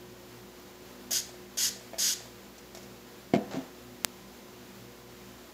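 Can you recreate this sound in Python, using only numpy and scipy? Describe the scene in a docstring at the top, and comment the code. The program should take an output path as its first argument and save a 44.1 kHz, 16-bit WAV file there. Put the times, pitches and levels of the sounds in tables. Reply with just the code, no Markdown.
"""A small room hums steadily with mains and fan tones. Close by, a small pump bottle gives three quick squirts,
each a hissing jet from the nozzle; the first starts with a spit of trapped air. The plunger ticks between
strokes and fingers knock the plastic. The bottle is set down with a thump that rings a wooden desk, then
something scuffs over the wood, sliding and juddering to a stop. One dry, sharp click comes last. The sound is
mono."""
import sys
import numpy as np
from scipy import signal
from scipy.fft import rfft, irfft
from scipy.io import wavfile
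from scipy.ndimage import uniform_filter1d

SR = 44100
rng = np.random.default_rng(int(sys.argv[2]) if len(sys.argv) > 2 else 0)


def bounce(signal):
    """Save signal as a 16-bit WAV file at the path given by the first command-line argument."""
    frames = np.transpose(np.atleast_2d(signal))
    limited = np.clip(frames, -1, 1)
    pcm = np.round(limited * 32767).astype(np.int16)
    wavfile.write(sys.argv[1], SR, pcm)


N = 243873
TIME = np.arange(N) / SR

# one row a pump stroke: valve_opens_s, valve_shuts_s, finger_lets_go_s, level_db
PUMP_STROKES = [(1.1075, 1.203, 1.293, -28), (1.572, 1.693, 1.761, -27.7), (1.983, 2.138, 2.206, -28)]
# tone colour of hard contact with the wood: freq_hz, level_db
WOOD_CONTACT = [(150, -8), (600, 11), (1000, 0.5), (1600, -1.5), (2400, -4.5), (3600, -5), (7500, -12),
                (9500, -30), (15000, -32)]


def gain_of(db):
    """Decibels to amplitude."""
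    return 10 ** (np.asarray(db) / 20)


def unit_rms(x):
    """Scales to rms 1."""
    return x / np.sqrt(np.mean(abs(x) ** 2) + 1e-20)


def curve_at(points, hz):
    """Reads a curve on a log-frequency axis."""
    point_hz, value = np.transpose(points)
    return np.interp(np.log(hz + 1), np.log(point_hz + 1), value)


def add(mix, start_s, sound):
    """Mixes a sound in at start_s."""
    part = mix[round(start_s * SR):][:len(sound)]
    part += sound[:len(part)]


def noise(colour):
    """Noise of rms 1 with the given tone colour."""
    hz = np.fft.rfftfreq(N, 1 / SR)
    return unit_rms(irfft(rfft(rng.standard_normal(N)) * gain_of(curve_at(colour, hz)), N))


def drift(rate_hz):
    """Smooth random modulation of rms 1, moving at up to about rate_hz."""
    hz = np.fft.rfftfreq(N, 1 / SR)
    return unit_rms(irfft(rfft(rng.standard_normal(N)) / (1 + (hz / rate_hz) ** 4), N))


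def ring(modes, tuning=1):
    """Decaying modes after one blow."""
    t = np.arange(SR // 2) / SR
    return sum(gain_of(db - 60 * t / t60) * np.sin(2 * np.pi * hz * tuning * t) for hz, db, t60 in modes)


def burst(start_s, db, decay_s):
    """Envelope that jumps up and dies away."""
    return gain_of(db) * (TIME >= start_s) * np.exp(-abs(TIME - start_s) / decay_s)


def gate(start_s, end_s, attack_s, release_s):
    """Envelope that rises, holds until end_s and dies away."""
    rise = 1 - np.exp(-np.maximum(TIME - start_s, 0) / attack_s)
    return rise * np.exp(-np.maximum(TIME - end_s, 0) / release_s)


def peak_eq(x, peaks):
    """Colours a sound with narrow peaks and notches."""
    hz = np.fft.rfftfreq(N, 1 / SR)
    eq_db = sum(lift * np.exp(-2 * ((hz - centre) / width) ** 2) for centre, width, lift in peaks)
    return irfft(rfft(x) * gain_of(eq_db), N)


def low_cut(x, corner_hz, order=4):
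    """A small body radiates little below its corner frequency."""
    return signal.sosfilt(signal.butter(order, corner_hz, "highpass", fs=SR, output="sos"), x)


def room_tone(waver_hz=3.6):
    """Mains and fan tones, each wavering in level and phase, over soft air noise."""
    # moving air and microphone hiss: freq_hz, level_db
    air_colour = [(35, -21), (65, -7), (150, -5.5), (215, 0.5), (400, -2), (700, -6), (1100, -8.5),
                  (2500, -12.5), (5000, -14.5), (7300, -18), (8500, -24), (10500, -22.5), (13000, -19),
                  (15500, -19)]
    # thin whistles in the hiss: centre_hz, width_hz, lift_db
    whistles = [(6380, 200, 2.5), (7160, 200, 4.5)]
    # the tones of the hum: pitch_hz, level_db, waver_share
    hum_tones = [(60, -66.5, 0.1), (119.5, -62.5, 0.91), (195.2, -60, 0.68), (245.5, -60.5, 0.72),
                 (480.4, -64.5, 0.62), (543, -71, 0.9), (768, -75, 0.03), (1015, -71.5, 0.9)]
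    out = gain_of(-51.5) * peak_eq(noise(air_colour), whistles) * gain_of(0.58 * drift(7.6))
    for hz, db, waver in hum_tones:
        sway = unit_rms(1 - waver + waver * (drift(waver_hz) + 1j * drift(waver_hz)))
        tone = np.exp(2j * np.pi * (hz * TIME + rng.random()))
        out += gain_of(db) * np.sqrt(2) * (sway * tone).real
    return out


def drone(pitch_hz=361.3, level_db=-58, waver_db=1.5, wobble_rad=0.79, swell_half_s=.11):
    """The hum's leading tone: it wavers in level and phase, and swells twice."""
    # swells of the tone: peak_s, rise_db
    swells = [(0.01, 8), (1.39, 7.5)]
    swell_db = sum(rise_db * np.exp(-((TIME - peak_s) / swell_half_s) ** 2) for peak_s, rise_db in swells)
    level = gain_of(level_db + swell_db + waver_db * drift(3))
    return level * np.sqrt(2) * np.sin(2 * np.pi * pitch_hz * TIME + wobble_rad * drift(3))


def room_reverb(x, wet_db, dull_hz):
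    """A small room: sparse reflections, duller than the direct sound, each band dying at its own speed."""
    # the room's decay times: freq_hz, t60_s
    decay_times = [(150, 0.37), (600, 0.47), (2000, 0.8), (5500, 0.37), (9000, 0.54), (15000, 0.4)]
    reflections = rng.choice([-1., 1.], SR) * (rng.random(SR) < 4000 / SR)
    reflections *= np.arange(SR) > .004 * SR  # pre-delay
    hz, t, bands = signal.stft(reflections, SR, nperseg=256)
    bands = bands * gain_of(-60 * t / curve_at(decay_times, hz)[:, None])
    bright_tail = signal.istft(bands, SR, nperseg=256)[1]
    dull_tail = signal.istft(bands / np.hypot(1, (hz / dull_hz) ** 2)[:, None], SR, nperseg=256)[1]
    return gain_of(wet_db) * signal.fftconvolve(x, dull_tail / np.linalg.norm(bright_tail))[:N]


def sharp_click(start_s=4.0478, drive_db=7, cutoff_hz=10900):
    """One sharp spike, rounded off to a few samples wide."""
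    spike = np.zeros(N)
    add(spike, start_s, np.array([-gain_of(drive_db)]))
    return signal.lfilter(*signal.butter(2, cutoff_hz, fs=SR), spike)


def desk_scuff(slide_s=3.508, grip_s=3.537, stop_s=3.585, grit_db=2.5, slips_per_s=900):
    """Something slides on the desk with a gritty rub, then sticks and slips, setting the wood droning."""
    # the modes that the judder rings: pitch_hz, level_db, t60_s
    judder_modes = [(183, -12.5, 0.2), (271.3, 2, 0.19), (321, -5, .1), (657, -6, 0.067)]
    rub = unit_rms(noise(WOOD_CONTACT) * gain_of(grit_db * drift(300)))
    slips = rng.standard_normal(N) * (rng.random(N) < slips_per_s / SR)
    judder = signal.oaconvolve(slips, ring(judder_modes))[:N]
    judder /= np.sqrt(abs(uniform_filter1d(judder ** 2, size=1100)) + 1e-9)  # the hand presses evenly
    rub_level = gain_of(-41.5) * gate(slide_s, grip_s + .018, attack_s=.002, release_s=.045)
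    judder_level = gain_of(-31) * gate(grip_s, stop_s, attack_s=.007, release_s=.018)
    return rub_level * rub + judder_level * judder


def desk_thump():
    """The bottle's base hits the desk in a cluster of blows; a longer contact rings only the low modes."""
    # the bottle lands and rocks: start_s, body_db, contact_s, contact_noise_db
    blows = [(3.3370, -12, 0.00087, -29), (3.3398, -21, 0.00055, -33), (3.3488, -30, 0.00047, -30.5),
             (3.357, -25, 0.00034, -37), (3.3611, -17.5, 0.0023, -37), (3.3717, -24, 0.00089, -42)]
    # the desk's modes: pitch_hz, level_db, t60_s
    desk_modes = [(166, -22, .25), (207, -13, .17), (243, -9, .14), (283, -4, .09), (365, -4.5, .05),
                  (495, -5.5, .07), (595, -9, .06), (668, -7, .08)]
    out, contact_noise, wood = np.zeros(N), noise(WOOD_CONTACT), ring(desk_modes)
    t = np.arange(400) / SR
    for start_s, body_db, contact_s, noise_db in blows:
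        push = np.sin(np.pi * np.minimum(t / contact_s, 1))
        add(out, start_s, gain_of(body_db) * np.convolve(wood, push / push.sum()))
        out += burst(start_s, noise_db, decay_s=0.0036) * contact_noise
    return out


def bottle_knocks(travel_s=.049, detune=0.025):
    """Plunger and fingers knock the hand-damped bottle, ringing it a little differently each time."""
    # finger ticks as the grip shifts: start_s, body_db, snap_db
    finger_ticks = [(1.120, -39, -55), (1.934, -35.5, -63), (1.943, -37.5, -66), (2.581, -55, -48),
                    (2.749, -41, -43), (2.772, -44, -49), (2.829, -60, -49.5)]
    # the bottle's modes: pitch_hz, level_db, t60_s
    bottle_modes = [(440, -12, .02), (570, -5, .025), (660, 0, .04), (780, -7, .02), (1250, -12, .015),
                    (1750, -10, .015), (2200, -8, .018), (3150, -15, .012)]
    # hard plastic snapping: freq_hz, level_db
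    snap_colour = [(1000, -10), (3000, -5), (4700, 1), (7000, 2), (9000, -10), (14000, -10), (16000, -22)]
    knocks = list(finger_ticks)
    for opens_s, _, lets_go_s, _ in PUMP_STROKES:
        knocks.append((opens_s, -42.5, -44))  # the plunger is pressed,
        knocks.append((lets_go_s, -44.5, -57))  # let go,
        knocks.append((lets_go_s + travel_s, -45.5, -58))  # and hits the top of its travel
    out, snap = np.zeros(N), noise(snap_colour)
    for (start_s, body_db, snap_db), grip in zip(knocks, rng.uniform(-1, 1, len(knocks))):
        add(out, start_s, gain_of(body_db) * ring(bottle_modes, 1 + detune * grip))
        out += burst(start_s, snap_db, decay_s=0.01) * snap
    return out


def nozzle_spits():
    """Tiny, very high bursts as trapped air leaves the nozzle at the start of the first stroke."""
    # the fizz of a spit: freq_hz, level_db
    fizz_colour = [(7000, -46), (11000, -5), (13300, 2), (14500, 1), (15600, -20)]
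    # one row an air bubble: start_s, level_db
    bubbles = [(1.1092, -33), (1.1188, -29), (1.1325, -26)]
    return noise(fizz_colour) * sum(burst(start_s, db, decay_s=0.0021) for start_s, db in bubbles)


def spray_jet(onset_db=-7, build_s=0.019, sag_db=-6, sag_s=.04, attack_s=0.0012, sputter_db=0.5):
    """The valve snaps open, pressure builds, then sags as the plunger bottoms out; the jet sputters."""
    # the hiss of the jet at the nozzle: freq_hz, level_db
    jet_colour = [(300, -57), (1000, -25.5), (1300, -23.5), (1550, -14.5), (2500, -19), (3200, -13),
                  (4100, -10), (4800, -3.5), (6700, -5), (7500, -8), (8900, -18.5), (11500, -16),
                  (13500, -15.5), (15500, -31)]
    flow = np.zeros(N)
    for opens_s, shuts_s, _, level_db in PUMP_STROKES:
        valve = gate(opens_s, shuts_s, attack_s, release_s=0.0025)
        dribble = 0.32 * gate(opens_s, shuts_s, attack_s, release_s=0.033)  # the last liquid fizzles out
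        pressure_db = onset_db * np.exp(-np.maximum(TIME - opens_s, 0) / build_s)
        pressure_db += np.interp(TIME, [shuts_s - sag_s, shuts_s], [0, sag_db])
        flow += np.maximum(valve, dribble) * gain_of(level_db + pressure_db)
    return flow * noise(jet_colour) * gain_of(sputter_db * drift(240))


def scene():
    """Bottle and desk with their reverb, over the hum; the click stays dry. Both channels are the same."""
    # peaks and notches on the direct path from the nozzle: centre_hz, width_hz, lift_db
    nozzle_eq = [(2874, 120, 7.5), (3050, 130, 1), (3260, 180, 6.5), (4160, 110, -7), (5100, 350, 1.5),
                 (5480, 140, -7.5), (6600, 520, 5), (7470, 200, -7), (8300, 300, 3), (9640, 300, 7),
                 (10500, 250, 0), (11160, 460, 4.5), (12600, 600, 3.5)]
    # the clack of the bottle's base toward the listener: centre_hz, width_hz, lift_db
    clack_eq = [(2240, 320, 14), (3150, 270, 7), (4640, 340, 1)]
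    spray = spray_jet() + nozzle_spits()
    knocks = low_cut(bottle_knocks(), corner_hz=343, order=2)
    thump = low_cut(desk_thump(), corner_hz=143, order=3)
    scuff = low_cut(desk_scuff(), corner_hz=152)
    direct = peak_eq(spray, nozzle_eq) + knocks + peak_eq(thump, clack_eq) + scuff
    reverb = room_reverb(spray, wet_db=-9.0, dull_hz=8800)
    reverb += room_reverb(knocks, wet_db=-5.5, dull_hz=8050)
    reverb += room_reverb(thump + scuff, wet_db=-8.0, dull_hz=2800)
    mono = direct + reverb + room_tone() + drone() + sharp_click()
    return np.array([mono, mono])


def record(dry):
    """A steep high cut takes off the very top of the treble."""
    high_cut = signal.firwin(511, cutoff=15650, window=("kaiser", 9), fs=SR)
    return signal.oaconvolve(dry, high_cut[None], "same")


dry = scene()
out = record(dry)
bounce(out)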